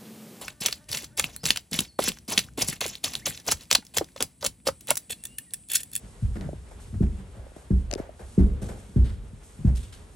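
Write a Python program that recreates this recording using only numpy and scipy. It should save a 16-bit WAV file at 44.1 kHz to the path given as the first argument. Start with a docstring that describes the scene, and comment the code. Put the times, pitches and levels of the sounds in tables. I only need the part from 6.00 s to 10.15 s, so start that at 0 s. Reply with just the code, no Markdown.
"""A carpeted wooden staircase and landing: two people climb, heavy steps thudding among lighter ones.
Each foot rings damped stair modes and a noise-tail echo; the floor's hum and the drag swell after it.
Soles scuff the pile and clothes rustle as shaped noise; small things knock (two damped sines) and
click (bursts through resonances) near the microphones. Bass arrives late, so each thud sweeps downward."""
import sys
import numpy as np
from scipy import signal
from scipy.fft import rfft, irfft, next_fast_len
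from scipy.io import wavfile
from scipy.ndimage import map_coordinates

SR = 44100
rng = np.random.default_rng(int(sys.argv[2]) if len(sys.argv) > 2 else 0)


def volts_from_db(level):
    """Convert decibel levels to linear amplitude ratios."""
    exponent = np.asarray(level, float) / 20
    return 10 ** exponent


def wrap_up_sound(samples):
    """Save the sound to the file named by the first command line argument, as 16-bit audio."""
    columns = np.atleast_2d(samples).T
    # keep every value between -1 and 1, then stretch to whole-number steps
    tamed = np.clip(columns, -1, 1)
    steps = np.round(tamed * 32767).astype(np.int16)
    wavfile.write(sys.argv[1], SR, steps)


N = 183191  # length in samples

# footfalls: t/s, blow on the tread/dB, settling weight/dB, softness (joist over tread)/dB, distance/m
FOOTFALLS = [(0.034, -41.5, -50.5, -4, 0.78), (0.219, -40.5, -24.5, 19, 1.9),
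             (0.356, -31.5, -52, -32.5, 3.9), (0.418, -35, -70, -3, 3.9), (0.456, -39.5, -42.5, 10.5, .6),
             (0.55, -48, -44.5, 5, 1), (0.875, -51.5, -44, 6, 0.96), (0.926, -39, -33, 4, 3.6),
             (0.949, -37, -40, 7, 1.3), (1.006, -15, -22, -8, 1.12), (1.125, -46, -49, -1, 2.1),
             (1.18, -41.5, -68, -11, 2.3), (1.367, -46.5, -40.5, 2, .4), (1.705, -17, -19.5, -6, 1.38),
             (2.203, -47.5, -42.5, -2, 1.3), (2.378, -9, -13.5, -19.5, 1.43),
             (2.618, -29.5, -74, -6.5, 2.4), (2.656, -42, -54, -5, 1.2), (2.7, -36.5, -53, -16, 3.6),
             (2.89, -43.5, -47, -15, 2.6), (2.96, -18, -20, 0, 1.94), (3.092, -44, -42, 9, 0.46),
             (3.231, -49.5, -56, 8, 1.9), (3.329, -43.5, -62, 5, 0.3), (3.587, -40, -69, 2.5, 3.2),
             (3.646, -18.5, -22, 4, 1.17), (3.97, -58.5, -57, -3, 4.8)]
# width of the low sounds: f/Hz, side over mid/dB
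LOW_WIDTH = [(60, -14.5), (150, -11), (350, -11), (700, -2.5), (1500, -4)]
SWEEP_CYCLES = 1.3  # bass delay, in periods of (pitch + 15 Hz)
STILL_DB = -47.5  # level of the still floor


def along(points, hz):
    """Reads a (f/Hz, value) curve on a log frequency axis."""
    f, v = np.transpose(points)
    return np.interp(np.log(hz + 1), np.log(f + 1), v)


def curves(rows):
    """One value per sample for each column after the time."""
    s, *cols = np.transpose(rows)
    return [np.interp(np.arange(N) / SR, s, c) for c in cols]


def wobble(rate):
    """A smooth random curve with rate knots a second."""
    knots = rng.standard_normal(int(N * rate / SR) + 4)
    return map_coordinates(knots, [np.arange(N) * rate / SR])


def filtered(x, response):
    """Shapes x by a complex response of frequency."""
    m = next_fast_len(N + SR // 2)
    return irfft(rfft(x, m) * response(np.fft.rfftfreq(m, 1 / SR)), m)[..., :N]


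def muffled(x, top_hz):
    """A steep causal low-pass: padding swallows the edge of a blow."""
    return signal.sosfilt(signal.butter(10, top_hz, fs=SR, output="sos"), x)


def add(track, s, sound):
    """Mixes a sound in at s seconds."""
    part = track[..., max(round(s * SR), 0):][..., :sound.shape[-1]]
    part += sound[..., :part.shape[-1]]


def pair(mid, side):
    """Left and right from mid and side."""
    return np.array([mid + side, mid - side])


def wide_noise(spectrum):
    """Stereo noise, mid rms 1, narrow in the bass and wider above."""
    a, b = rng.standard_normal((2, N))
    mid = filtered(a, lambda hz: volts_from_db(along(spectrum, hz)))
    side = filtered(b, lambda hz: volts_from_db(along(spectrum, hz) + along(LOW_WIDTH, hz)))
    return pair(mid, side) / np.std(mid)


def ports(spectrum):
    """Stereo noise, mid rms 1, as two close ports hear it: out of step at the top."""
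    # sum of the ports: f/Hz, level/dB
    sum_db = [(9000, 1.5), (9700, 0), (10200, -35.5), (10600, -2), (11200, -0.5)]
    # difference of the ports: f/Hz, level/dB
    difference_db = [(400, -7.5), (1000, 0.5), (4000, -3.5), (6300, -4), (7500, -3.5), (8700, -13),
                     (9500, 4.5), (10500, 7.5), (11500, -3), (12500, -8)]
    # share of the difference that follows the sum: f/Hz, share/0-1
    tied_share = [(2000, 0), (5000, 0.6), (9000, 0.9)]
    a, b = rng.standard_normal((2, N))
    tied = lambda hz: np.clip(along(tied_share, hz), 0, .99)
    wide = lambda hz: volts_from_db(along(spectrum, hz) + along(difference_db, hz))
    mid = filtered(a, lambda hz: volts_from_db(along(spectrum, hz) + along(sum_db, hz)))
    following = filtered(a, lambda hz: 1j * tied(hz) * wide(hz))  # a quarter cycle from the sum
    free = filtered(b, lambda hz: np.sqrt(1 - tied(hz) ** 2) * wide(hz))
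    return pair(mid, following + free) / np.std(mid)


def stirring():
    """Weight shifts after every footfall: a swell that dies away, in dB over the still floor."""
    peak_s, under_foot_db = 0.099, -25  # swell's peak: time after landing, level against the foot
    power, u = np.ones(N), np.arange(SR) / SR / peak_s
    for s, blow_db, weight_db, *_ in FOOTFALLS:
        peak = volts_from_db(max(blow_db, weight_db) + under_foot_db - STILL_DB)
        add(power, s, (peak * u * np.exp(1 - u)) ** 2)
    return 10 * np.log10(power)


def house():
    """The floor keeps stirring under shifting weight: a low noise hum that swells after each step."""
    # colour of the hum: f/Hz, relative density/dB per Hz
    hum = [(15, -60), (25, 11), (59, 14.5), (135, 0), (257, -5), (358, -12.5), (395, -4), (480, -9.5),
           (700, -23), (910, -67), (1540, -120)]
    return volts_from_db(STILL_DB + stirring() + 1.9 * wobble(7.75)) * wide_noise(hum)


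def movement():
    """Soles drag softly over the pile, more after a step; cloth hisses with a flickering level."""
    # rustle of clothes: t/s, level/dB
    rustling = [(0.0, -60), (0.66, -63), (1.0, -62.5), (1.36, -65.5), (1.58, -65), (1.81, -63),
                (2.03, -72.5), (2.24, -60), (2.35, -58.5), (2.51, -66.5), (2.95, -63.5), (3.19, -67),
                (3.43, -64.5), (3.61, -61), (3.84, -66), (4.15, -62)]
    # colour of the drag: f/Hz, relative density/dB per Hz
    drag_colour = [(150, -4), (350, -4), (600, -3.5), (1000, -6.5), (2000, -12), (3500, -16), (7000, -34)]
    # colour of the rustle: f/Hz, relative density/dB per Hz
    cloth_colour = [(800, 2), (2000, -3), (4000, -1), (6000, -0.5), (8500, 4.5), (11000, 3), (12000, -12),
                    (13000, -81)]
    drag_db = -60 + 0.22 * stirring() + 1.6 * wobble(30)  # 0.22 dB gained per dB of stirring
    drag = volts_from_db(drag_db) * wide_noise(drag_colour)
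    cloth_db = curves(rustling)[0] + 0.79 * wobble(16) + 0.24 * wobble(100)
    return drag + volts_from_db(cloth_db) * ports(cloth_colour)


def echo(sound):
    """The stairwell's answer, new for each step: a noise tail in which each frequency dies at its own speed."""
    # decay of the stairwell: f/Hz, t60/s
    decay = [(60, 0.9), (150, 0.34), (400, 0.51), (1500, 0.73)]
    hz, t, z = signal.stft(rng.standard_normal((2, SR // 2)), SR, nperseg=1024)
    fading = z * volts_from_db(-60 * t / along(decay, hz)[:, None])
    tail = signal.istft(fading, SR, nperseg=1024)[1]
    onset = np.clip(np.arange(tail.shape[1]) / (0.0086 * SR), 0, 1)  # 8.6 ms fade-in
    tail = tail * onset / np.linalg.norm(tail[0])
    return signal.fftconvolve(sound[None], tail, axes=1)


def steps():
    """Each foot rings the same stair modes with its own weight; the boom starts late, as the weight settles."""
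    # pitches where tread, boom, joist and riser are weighted: f/Hz
    part_hz = [200, 60, 120, 350]
    # what the stair rings with: f/Hz, level/dB, t60/s
    stair = [(37.1, 1, 0.5), (58.5, 1, 0.16), (63.2, 8, 0.35), (79.45, -11, 0.56), (108.5, 2.5, 0.15),
             (134, -7, 0.22), (147.9, -1.5, 0.25), (190.8, 1.5, 0.17), (215.3, -7, 0.265), (280, 0, 0.17),
             (339.6, 3, 0.19), (390.4, -3.5, 0.24), (460, -22, 0.58), (487, -17, 0.064), (132.5, 3, 0.046),
             (186.6, -2.5, 0.037), (314, 6.5, 0.028)]
    # phase of the thuds' side part: f/Hz, phase/radians
    side_phase = [(60, 2.1), (150, 0.98), (400, 2.1)]
    riser_db, riser_loss, riser_gain = -20.5, 1.2, 0.23  # under the tread; dB per dB of softness, of hardness
    even_m = 2.01  # distance at which the echo enters at unit gain
    direct, answer, t = np.zeros(N), np.zeros((2, N)), np.arange(SR // 2) / SR
    hz, mode_db, t60 = np.transpose(stair)[:, :, None]
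    order = np.argsort(part_hz)
    age = np.clip(t - 0.01446 * (hz < 95), 0, None)  # boom modes start 14.46 ms late
    build_up = 1 - np.exp(-age * hz / 0.27)
    shape = build_up * np.sin(2 * np.pi * hz * age) * volts_from_db(-60 * age / t60)
    for s, blow_db, boom_db, soft_db, far_m in FOOTFALLS:
        joist_db = blow_db + soft_db
        ringing_db = blow_db + riser_db - max(riser_loss * soft_db, riser_gain * soft_db)
        weight_db = [blow_db, boom_db, joist_db, ringing_db]
        colour_db = along(np.transpose([part_hz, weight_db])[order], hz)
        spread_db = 1.5 * rng.standard_normal(hz.shape)  # every foot excites the modes a little differently
        # a soft landing has a duller edge
        top_hz = np.clip(500 * volts_from_db(0.14 * (ringing_db - max(weight_db) + 13.0)), 250, 700)
        ring = muffled(np.sum(volts_from_db(mode_db + colour_db + spread_db) * shape, 0), top_hz)
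        start = s - SWEEP_CYCLES / 260  # early, to make up for the later bass delay
        add(direct, start, ring)
        early = ring[:SR // 16] * np.hanning(SR // 8)[SR // 16:]
        add(answer, start, far_m / even_m * echo(early))
    side = filtered(answer[1], lambda f: volts_from_db(along(LOW_WIDTH, f) - 1.5))
    tilt = filtered(direct, lambda f: volts_from_db(along(LOW_WIDTH, f) - 2.5) * np.exp(1j * along(side_phase, f)))
    return pair(direct + answer[0], side + tilt)


def scuffs():
    """A sole catches the pile: grainy noise that bites at the start and then fades, with its own colour."""
    # scuffs: t/s, rub of the sole/dB, hiss of the fibres/dB, t60/s, fineness of the hiss/dB per octave
    catches = [(0.043, -56.5, -69, 0.23, 3), (0.353, -62, -60, 0.21, -11.5), (0.406, -51, -63, 0.34, -11.5),
               (0.71, -48, -81, 0.18, 3), (0.797, -74, -60, 0.55, 5), (0.939, -50.5, -81, 0.14, 4),
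               (1.02, -45, -75, 0.18, -11), (1.187, -65, -66, 0.17, -5), (1.334, -52.5, -70, 0.89, 0),
               (1.556, -55.5, -69.5, 0.5, 10), (1.702, -50.5, -84, 0.2, -11), (1.901, -44.5, -75, 0.39, -6),
               (1.974, -46, -69.5, 0.43, -14), (2.191, -44.5, -76, 0.26, -6), (2.385, -42, -75, 0.32, -10),
               (2.615, -44, -53, 0.36, 5), (2.684, -40.5, -63.5, 0.31, 8), (2.759, -66, -64, 0.96, 5),
               (2.958, -53.5, -74, 0.22, -13.5), (3.04, -68, -52.5, 0.49, -2.5),
               (3.428, -77, -66, 0.65, 9.5), (3.646, -46.5, -67, 0.25, -2), (3.67, -47, -78, 0.23, -6),
               (3.75, -75, -51, 0.4, 4), (3.828, -71, -58, 0.29, 2.5), (3.923, -69, -53, 0.31, 1)]
    # centres of the noise bands: f/Hz
    band_hz = [560, 1500, 3500, 8500]
    # colour of the rub in those bands: level/dB
    rub_colour = [0, -10, -37, -45]
    # colour of the hiss in those bands: level/dB
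    hiss_colour = [-12, -3.5, -0.5, -2.56]
    levels, t = np.zeros((4, N)), np.arange(SR // 2) / SR
    for s, rub_db, hiss_db, t60, fine_db in catches:
        t60 = max(t60, .02)
        fine_hiss_db = hiss_db + fine_db * np.log2(np.divide(band_hz, band_hz[2]))
        fade = volts_from_db(-60 * t / t60) * (1 - np.exp(-t / (0.018 * t60)))
        bite = 1 + 0.95 * np.exp(-t / 0.005)
        rub = volts_from_db(rub_db) * volts_from_db(rub_colour)
        hiss = volts_from_db(fine_hiss_db) * volts_from_db(hiss_colour)
        add(levels, s, np.hypot(rub, hiss)[:, None] * fade * bite)
    shared_db = 1.4 * wobble(220)  # grain common to all bands
    out = np.zeros((2, N))
    for level, c in zip(levels, band_hz):
        band = [(c / 2.4, -30), (c / 1.6, -6.5), (c, 0), (c * 1.5, -7.5), (c * 2.4, -30)]  # f/Hz, level/dB
        out += level * volts_from_db(shared_db + 0.66 * wobble(50)) * ports(band)
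    return out


def clicks():
    """Dry clicks: millisecond noise bursts and a sharp release through a few stiff resonances."""
    # clicks: t/s, snap/dB, left over right/dB, body near 2 kHz/dB
    snaps = [(0.3434, -55, 13, -30), (0.355, -50, 5, -34), (0.41, -32, 5.5, -13), (1.031, -50, 14, -23),
             (1.0662, -47, -2, -26), (1.9121, -2.5, 25, -12.5), (1.927, -4, 23, -14),
             (1.937, 1.5, 33.5, -10.5), (1.9506, -10, 16, -19), (3.7583, -11.5, 2, -37),
             (3.838, -32, 1.5, -22), (3.939, -16.5, 15, -36)]
    # resonances, body first: f/Hz, width/Hz, level/dB, share of the left-right lean/0-1
    resonances = [(1950, 1700, -2.5, 0.91), (4300, 2600, -3, 0.53), (5600, 1580, -2.5, 0.78),
                  (9440, 3500, -15.5, 0.09)]
    drive, t = np.zeros((len(resonances), 2, N)), np.arange(SR // 20) / SR
    lean = np.transpose(resonances)[3][:, None, None] * [[.5], [-.5]]
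    envelope = volts_from_db(-60 * t / 0.0042) * (1 - np.exp(-t / 0.00067)) ** 2
    for s, db, pan_db, body_db in snaps:
        a, b = rng.standard_normal((2, len(t)))
        burst = pair(a, 0.19 * b) * envelope
        burst[:, round(.0008 * SR)] += .6  # the sharp moment of release
        level_db = np.array([body_db, db, db, db])[:, None, None]
        add(drive, s, burst * volts_from_db(level_db + lean * pan_db))
    mode = lambda c, w, db: lambda f: volts_from_db(db) * 1j * f * w / (c * c - f * f + 1j * f * w)
    # neighbouring resonances have opposite signs
    rings = [(-1) ** k * filtered(drive[k], mode(*row[:3])) for k, row in enumerate(resonances)]
    return filtered(sum(rings), lambda f: 1 / (1 + (700 / (f + 1)) ** 4))  # bass cut


def knocks():
    """A small hollow object knocks close by: two quickly damped modes, muffled."""
    # knocks: t/s, upper mode/dB, its pitch f/Hz, body mode at 330 Hz/dB
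    hits = [(0.49, -26, 574, -22.5), (0.531, -34.5, 580, -19.5), (1.466, -36.5, 520, -39),
            (1.518, -44, 523, -39.5), (1.564, -35, 620, -27), (1.908, -32.5, 630, -34),
            (1.922, -27, 640, -48), (1.932, -21.5, 574, -17), (1.957, -20.5, 396, -28),
            (1.999, -35, 610, -12.5), (2.092, -29, 616, -39)]
    out, t = np.zeros(N), np.arange(SR // 8) / SR
    for s, db, hz, body_db in hits:
        top = volts_from_db(db - 60 * t / 0.024) * np.sin(2 * np.pi * hz * t)
        body = volts_from_db(body_db - 60 * t / 0.01) * np.sin(2 * np.pi * 330 * t)
        start = s - SWEEP_CYCLES / 400  # early, to make up for the later bass delay
        add(out, start, (top + body) * (1 - np.exp(-t / 0.00029)))
    out = muffled(out, top_hz=805)
    return pair(out, filtered(out, lambda f: 0.49 * np.exp(1.3j) + 0 * f))  # side turned by 1.3 radians


def scene():
    """Everything the microphones hear."""
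    return house() + movement() + steps() + scuffs() + clicks() + knocks()


def roll_off(x):
    """The treble ends steeply here."""
    return signal.sosfilt(signal.butter(12, 13080, fs=SR, output="sos"), x)


def record(dry):
    """Bass and treble cuts, and a delay that grows toward low pitch."""
    delay = lambda hz: np.exp(-2j * np.pi * SWEEP_CYCLES * np.log(hz + 15))
    bass_cut = lambda hz: 1 / (1 + (36 / (hz + 1)) ** 6)
    treble_cut = lambda hz: 1 / (1 + (hz / 12300) ** 30)
    mix = filtered(dry, lambda hz: delay(hz) * bass_cut(hz) * treble_cut(hz))
    return roll_off(mix)


dry = scene()
out = record(dry)
wrap_up_sound(out)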